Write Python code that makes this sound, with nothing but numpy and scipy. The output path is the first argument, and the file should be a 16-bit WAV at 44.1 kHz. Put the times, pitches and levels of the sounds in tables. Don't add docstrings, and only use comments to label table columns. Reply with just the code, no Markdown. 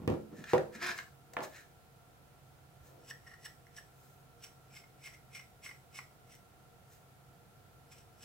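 import sys
import numpy as np
from scipy import signal
from scipy.fft import rfft, irfft, next_fast_len
from scipy.io import wavfile
from scipy.ndimage import uniform_filter1d

SR = 44100
rng = np.random.default_rng(int(sys.argv[2]) if len(sys.argv) > 2 else 0)


def store_wav(level_fs):
    pcm = np.round(np.clip(np.atleast_2d(level_fs), -1, 1) * 32767)
    wavfile.write(sys.argv[1], SR, pcm.T.astype(np.int16))


N = 363384


def amp(db):
    return 10 ** (np.asarray(db) / 20)


def unit(x):
    return x / np.sqrt(np.mean(x ** 2) + 1e-20)


def along(points, hz):
    freqs, values = np.transpose(points)
    return np.interp(np.log(hz + 1), np.log(freqs + 1), values)


def filtered(x, response):
    n = x.shape[-1]
    size = next_fast_len(n + 8192)
    return irfft(rfft(x, size) * response(np.fft.rfftfreq(size, 1 / SR)), size)[..., :n]


def body(x, spectrum, size=4096):
    cepstrum = irfft(np.log(amp(along(spectrum, np.fft.rfftfreq(size, 1 / SR)))))
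    cepstrum[1:size // 2] *= 2
    cepstrum[size // 2 + 1:] = 0
    return signal.fftconvolve(x, irfft(np.exp(rfft(cepstrum))))[:len(x)]


def resonance(f, hz, width_hz):
    return 1j * f * width_hz / (hz * hz - f * f + 1j * f * width_hz)


def add(track, start_s, x):
    start = max(round(start_s * SR), 0)
    part = track[..., start:start + x.shape[-1]]
    part += x[..., :part.shape[-1]]


def stereo(x, right_lead_ms):
    return filtered(x, lambda f: np.exp(1j * np.pi * f * right_lead_ms / 1000 * np.array([[-1], [1]])))


def swell(t, length_s, rise_share=0.44):
    side_s = length_s * np.where(t < 0, rise_share, 1 - rise_share)
    return amp(-14 * np.abs(t / side_s) ** 1.21)


def grains(size, rate_per_s=9000):
    breaks = rng.random(size) < rate_per_s / SR
    return breaks * rng.standard_normal(size) * amp(2 * rng.standard_normal(size))


# freq_hz, coherence
COHERENCE = [(60, 0.65), (130, 0.69), (290, 0.42), (640, 0.44), (1400, 0), (15000, 0)]


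def diffuse(pair):
    angle = lambda f: np.arccos(along(COHERENCE, f)) / 2
    mid, side = filtered(pair, lambda f: np.array([np.cos(angle(f)), np.sin(angle(f))]))
    return np.array([mid + side, mid - side])


# freq_hz, level_db
AIR_SPECTRUM = [(15, -60.5), (25, -10), (86, -6), (136, -5), (169, -16), (433, -16.5), (469, -18.5),
                (598, -17), (722, -15), (970, -21), (1380, -25), (1570, -24.5), (2420, -27.5), (5580, -33),
                (15500, -33.5)]
# freq_hz, width_hz, level_db
FAN_RESONANCES = [(155.7, 42, -4), (471.2, 13.8, -4.5), (686, 7.3, -9.5), (755, 11, -19),
                  (1364, 110, -11.5)]
# pitch_hz, level_db
MOTOR_TONES = [(134.6, -68.5), (694.4, -78.5), (742.9, -76.5), (1357, -80.5), (1384, -90.5)]


def fan(air_db=-62, hum_db=-68, drift_rad=0.01486):
    t = np.arange(N) / SR
    air = filtered(rng.standard_normal((2, N)), lambda f: amp(along(AIR_SPECTRUM, f)) * f / np.hypot(f, 35))
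    hum, tones = np.zeros((2, N)), np.zeros(N)
    for hz, width_hz, db in FAN_RESONANCES:
        noise = rng.standard_normal((2, N))
        hum += amp(db) * filtered(noise, lambda f: resonance(f, hz, 1.5 * width_hz) ** 2)
    for hz, db in MOTOR_TONES:
        drift = np.cumsum(drift_rad * rng.standard_normal(N))
        tones += amp(db) * np.sqrt(2) * np.sin(2 * np.pi * hz * t + drift)
    return amp(air_db) * unit(diffuse(air)) + amp(hum_db) * unit(diffuse(hum)) + tones


# freq_hz, level_db, t60_s
DESK_MODES = [(78, 15, 0.48), (112, 19.5, 0.11), (144.8, 21.5, 0.49), (163.1, 22, 0.57), (215.9, 23, 0.38),
              (282.59, 14, 0.31), (340, 16, 0.12), (376, 13, 0.13), (492.8, 14, 0.25), (552, 5.5, 0.15),
              (620, 5, 0.2481), (662, 8.5, 0.19), (710, -8, 0.12), (823, -16, 0.37), (1346, 2, 0.1543),
              (1630, 0, 0.2)]


def desk_top(t, mode_weights, ring_db=-8, build_s=0.0027):
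    hz, db, t60_s = np.transpose(DESK_MODES)[..., None]
    decay = np.log(1000) / t60_s
    modes = amp(db) * 2 * decay / SR * np.exp(-decay * t) * np.cos(2 * np.pi * hz * t)
    wave_spread = 1 - np.exp(-t / build_s)
    return (t == 0) + amp(ring_db) * (mode_weights @ modes) * wave_spread


# freq_hz, level_db
MAT_SPECTRUM = [(100, -65), (500, -19), (950, -10), (1200, -8), (1680, 8.5), (2000, -2), (2420, -2.5),
                (2750, -7), (3500, -14), (4100, -8), (4800, -16), (5800, -14.5), (8000, -18), (10000, -29),
                (15500, -23.5)]


def on_mat(x, tilt_db_per_oct):
    return filtered(x, lambda f: amp(along(MAT_SPECTRUM, f) + tilt_db_per_oct * np.log2(f / 2000 + 0.047)))


def mat_crush(t, thud_db, click_db=-21, t60_s=0.0038):
    crush = rng.standard_normal(len(t)) * amp(-60 * t / t60_s)
    thud, click = on_mat(crush, tilt_db_per_oct=-9.5), on_mat(crush, tilt_db_per_oct=5)
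    return amp(thud_db) * thud / np.abs(thud).max() + amp(click_db) * click / np.abs(click).max()


# start_s, level_db, pitch_hz, contact_q, thud_db, flight_s, bounce_loss_db, right_lead_ms
DESK_KNOCKS = [(0.001, -40, 206, 1.7, -41.5, 0.018, 0, 0), (0.0773, -19.5, 250, 1.2, -8, .0235, 4.5, -0.25),
               (0.5344, -12, 510, 1.7, -35, .0155, 10.5, -0.072), (1.3682, -29, 720, 1.5, 4, .02, 2, 0.088),
               (2.808, -52, 65.6, 3.2, -35, 0.016, 20.5, 0)]


def knocks(rattle_db=-26, rattle_t60_s=0.12, mass_db=-6, bounce_mat_db=-10, flight_ratio=0.88):
    out, t = np.zeros((2, N)), np.arange(SR // 2) / SR
    first_ring = desk_top(t, np.ones(len(DESK_MODES)))
    rattle_decay = amp(rattle_db - 60 * t / rattle_t60_s)
    for start_s, db, hz, q, thud_db, flight_s, loss_db, lead_ms in DESK_KNOCKS:
        mass = lambda f: amp(mass_db) * resonance(f, 0.4 * hz, 0.14 * hz)
        contact = lambda f: resonance(f, hz, hz / q) / (1 + 1j * f / (1.12 * hz)) + mass(f)
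        peak = np.abs(filtered(first_ring, contact)).max()
        for bounce in range(4):
            ring = first_ring
            if bounce:
                ring = desk_top(t, np.sign(rng.standard_normal(len(DESK_MODES))))
            rattle = filtered(rattle_decay * rng.standard_normal(len(t)), lambda f: f / (f + 400))
            mat = amp(bounce_mat_db if bounce else 0) * mat_crush(t, thud_db)
            blow = filtered(ring + rattle, contact) / peak + mat
            add(out, start_s, stereo(amp(db - loss_db * bounce) * blow, lead_ms))
            start_s += flight_s * flight_ratio ** bounce
    return out


# peak_s, length_s, level_db, pitch_hz
HAND_SHIFTS = [(0.33, 0.049, -47.5, 247), (0.4, 0.066, -49, 185), (0.76, 0.049, -52.5, 236),
               (1.342, 0.065, -59.5, 596), (2.939, 0.43, -67, 437)]


def hand_shifts():
    out, t = np.zeros(N), np.arange(-SR // 5, SR // 4) / SR
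    for peak_s, length_s, db, hz in HAND_SHIFTS:
        rub = filtered(rng.standard_normal(len(t)), lambda f: resonance(f, hz, 1.16 * hz) ** 2)
        add(out, peak_s + t[0], amp(db) * swell(t, length_s) * unit(rub))
    return out


# peak_s, length_s, level_db, tilt_db_per_oct
MAT_SLIDES = [(0.391, 0.12, -57.5, 5), (0.504, 0.11, -45.5, 2), (0.754, 0.06, -48.5, 3),
              (0.98, 0.078, -47.5, 4), (1.439, .045, -42.5, 8), (1.567, 0.13, -53, 4.5),
              (2.869, 0.11, -55.5, 11.5), (4.048, 0.35, -58.5, 13), (6.929, 0.12, -56, 11)]


def slides():
    out, t = np.zeros(N), np.arange(-SR // 5, SR // 4) / SR
    for peak_s, length_s, db, tilt in MAT_SLIDES:
        friction = unit(on_mat(grains(len(t)), tilt))
        add(out, peak_s + t[0], amp(db) * swell(t, length_s) * friction)
    return out


# start_s, level_db, tilt_db_per_oct
MAT_TAPS = [(0.4401, -34, 0.5), (0.579, -28, -0.5), (0.8271, -29.5, 0), (0.868, -31.5, 4), (0.978, -33, 5),
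            (0.9868, -29.5, -2), (0.999, -38, 4), (1.335, -33, 9), (1.367, -24.5, -14),
            (6.351, -39.5, 12.5)]


def taps(t60_s=0.0085):
    out, t = np.zeros(N), np.arange(SR // 20) / SR
    for start_s, db, tilt in MAT_TAPS:
        tap = on_mat(rng.standard_normal(len(t)) * t * amp(-60 * t / t60_s), tilt)
        add(out, start_s, amp(db) * tap / np.abs(tap).max())
    return out


# freq_hz, level_db
SLIP_SPECTRUM = [(150, -11), (350, -5.5), (520, -12.5), (850, -10), (1100, -5.5), (1400, -4), (1680, 3.5),
                 (2000, -14.5), (2420, 1), (2750, -11), (5200, -9), (8000, -23), (15500, -22)]


def drag(start_s=0.826, attack_s=0.03, hold_s=0.084, release_s=0.04, level_db=-40.5, hiss_db=-1.5,
         slips_per_s=364, slowing=0.049, jitter_s=0.00008, rasp_gain=0.092, rasp_s=0.0015):
    out, t = np.zeros(N), np.arange(-SR // 20, SR // 4) / SR
    fade = np.maximum(-t / attack_s, 0) + np.maximum((t - hold_s) / release_s, 0)
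    pull = amp(level_db - 20 * fade)
    rate = slips_per_s * (1 - slowing * np.minimum((2 * t / hold_s - 1) ** 2, 2))
    slips = np.flatnonzero(np.diff(np.floor(np.cumsum(rate) / SR)))
    jitter, strength = rng.standard_normal((len(slips), 2)).T
    slips = np.clip(slips + jitter_s * SR * jitter, 0, len(t) - 1).astype(int)
    pulses = np.bincount(slips, amp(1.2 * strength), len(t))
    crumble = np.sqrt(signal.lfilter([1], [1, -np.exp(-1 / (rasp_s * SR))], pulses ** 2))
    slipping = pulses + rasp_gain * crumble * rng.standard_normal(len(t))
    hiss = amp(hiss_db) * unit(on_mat(grains(len(t)), tilt_db_per_oct=0))
    add(out, start_s + t[0], pull * (unit(body(slipping, SLIP_SPECTRUM)) + hiss))
    return out


# freq_hz, width_hz, level_db
PART_RESONANCES = [(1340, 230, -6), (2950, 140, -7), (5510, 470, -1.5), (7920, 390, -2.5),
                   (10100, 410, -11.5)]


def clay_part(f, stretch=1):
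    modes = sum(amp(db) * resonance(f, stretch * hz, width_hz) for hz, width_hz, db in PART_RESONANCES)
    return f / (f + 1500) * modes


# freq_hz, level_db
GRIT_SPECTRUM = [(200, -24), (900, -23), (1500, 2.5), (3000, 9), (5000, -0.5), (8000, 5), (9200, -51.5),
                 (12000, -1), (15500, 5)]
# peak_s, length_s, rise_share, level_db, hole_pitch_hz, ring_db
KNIFE_STROKES = [(3.106, 0.025, 0.74, -45, 1940, -10), (3.281, 0.22, 0.28, -64.5, 1985, 6),
                 (3.454, 0.025, 0.46, -46, 1907, 1), (3.777, 0.036, 0.48, -49.5, 1880, -1),
                 (4.441, 0.035, 0.4, -46.5, 2290, -4), (4.77, 0.096, 0.54, -53.5, 2300, 2),
                 (5.061, 0.096, 0.44, -49, 2214, 5), (5.141, 0.032, 0.39, -56.5, 2090, 9),
                 (5.355, 0.086, 0.32, -48, 2230, 6), (5.643, 0.092, 0.16, -48.5, 2227, 5),
                 (5.962, 0.085, 0.32, -49, 2240, 1.5), (6.333, 0.1, 0.56, -59, 2090, 1.5),
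                 (7.926, 0.037, .4, -53.5, 2320, -3), (7.984, .07, .45, -61, 2250, -3),
                 (8.235, 0.089, 0.53, -55.5, 2200, -23)]


def knife_strokes(hole_width_hz=364, glide=0.024, grit_db=-18, rub_db=-10, rub_s=0.092, uneven_db=1.74):
    out, t = np.zeros(N), np.arange(-SR // 6, SR // 5) / SR
    for peak_s, length_s, rise_share, db, hz, ring_db in KNIFE_STROKES:
        press = np.hypot(swell(t, length_s, rise_share), amp(rub_db) * swell(t, rub_s, rise_share))
        press *= amp(uneven_db * unit(uniform_filter1d(rng.standard_normal(len(t)), size=300)))
        dust = grains(len(t))
        depth = np.clip(2 * t / length_s, -1, 1)
        ring = lambda k: filtered(dust, lambda f: resonance(f, hz * (1 - glide * k), hole_width_hz) ** 2)
        hole = sum(np.maximum(1 - np.abs(depth - k), 0) * ring(k) for k in (-1, 0, 1))
        grit = filtered(grains(len(t)), lambda f: amp(along(GRIT_SPECTRUM, f) + grit_db))
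        stretch = 1 + 0.018 * rng.standard_normal()
        rasp = filtered(dust, lambda f: clay_part(f, stretch))
        add(out, peak_s + t[0], amp(db) * press * unit(amp(ring_db) * hole + rasp + grit))
    return out


# peak_s, level_db, half_length_s
BLADE_CATCHES = [(3.112, -36, 0.0027), (3.276, -47.5, 0.0089), (3.317, -50, .005), (3.341, -46, 0.0037),
                 (3.462, -41.5, 0.0027), (3.669, -50.5, 0.0012), (3.785, -43.5, 0.0026),
                 (4.772, -49.5, .003), (4.84, -55, .004), (5.075, -44.5, .003), (5.359, -55, 0.0033),
                 (5.398, -44, .0035), (5.664, -38, 0.0019), (5.694, -44, 0.0035), (5.714, -45, 0.0032),
                 (5.9895, -32.5, 0.0011)]


def blade_catches(flat_share=0.045, sag_per_s=0.57, bend_per_s=4, wander_rad=0.06, chatter_db=-13):
    out, t = np.zeros(N), np.arange(-SR // 60, SR // 60) / SR
    for peak_s, db, half_length_s in BLADE_CATCHES:
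        stroke_s, *_, hole_hz, _ = min(KNIFE_STROKES, key=lambda stroke: abs(stroke[0] - peak_s))
        hz = hole_hz * (1 - flat_share - sag_per_s * (peak_s - stroke_s))
        wander = np.cumsum(wander_rad * rng.standard_normal(len(t)))
        chirp = np.sin(2 * np.pi * hz * t * (1 - bend_per_s * t / 2) + wander)
        chatter = filtered(rng.standard_normal(len(t)), lambda f: clay_part(f) / (1 + (f / 3200) ** 2))
        envelope = amp(db) * np.exp(-(t / half_length_s) ** 2)
        add(out, peak_s + t[0], envelope * (chirp + amp(chatter_db) * unit(chatter)))
    return out


# freq_hz, t60_s
REVERB_T60 = [(150, 0.45), (600, 0.3548), (2000, 0.2635), (6000, 0.38), (14000, 0.63)]
# freq_hz, level_db
REVERB_SPECTRUM = [(100, -2.5), (500, 8), (2000, 1.5), (6000, -2.5), (14000, -5.5)]


def room(x, early_db=3, early_t60_s=0.029, onset_s=0.00026):
    hz, t, noise = signal.stft(rng.standard_normal((2, SR // 2)), SR, nperseg=256)
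    decay = amp(-60 * t / along(REVERB_T60, hz)[:, None]) + amp(early_db - 60 * t / early_t60_s)
    band_energy = np.sum(decay ** 2, axis=1, keepdims=True) * t[1] * SR
    decay *= amp(along(REVERB_SPECTRUM, hz))[:, None] / np.sqrt(band_energy)
    tail = diffuse(signal.istft(noise * decay, SR, nperseg=256)[1])
    tail *= 1 - np.exp(-np.arange(tail.shape[1]) / (onset_s * SR))
    return signal.fftconvolve(np.atleast_2d(x), tail, axes=1)[:, :N]


def scene():
    desk = knocks()
    hands = taps() + slides() + hand_shifts() + drag()
    blade = knife_strokes() + blade_catches()
    radiated = filtered(desk, lambda f: f / np.hypot(f, 450))
    thumps = (desk + amp(2) * room(radiated)) * amp([[-0.6], [0.5]])
    handling = stereo(hands, right_lead_ms=-0.027) + room(hands)
    carving = stereo(blade, right_lead_ms=-0.028) + amp(-1) * room(blade)
    return thumps + amp(-1) * (handling + carving) + fan() * amp([[-0.6], [0.6]])


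def record(dry, low_cut_hz=22, top_hz=15850):
    return filtered(dry, lambda f: (1j * f / (1j * f + low_cut_hz)) ** 2 * (f < top_hz))


dry = scene()
out = record(dry)
store_wav(out)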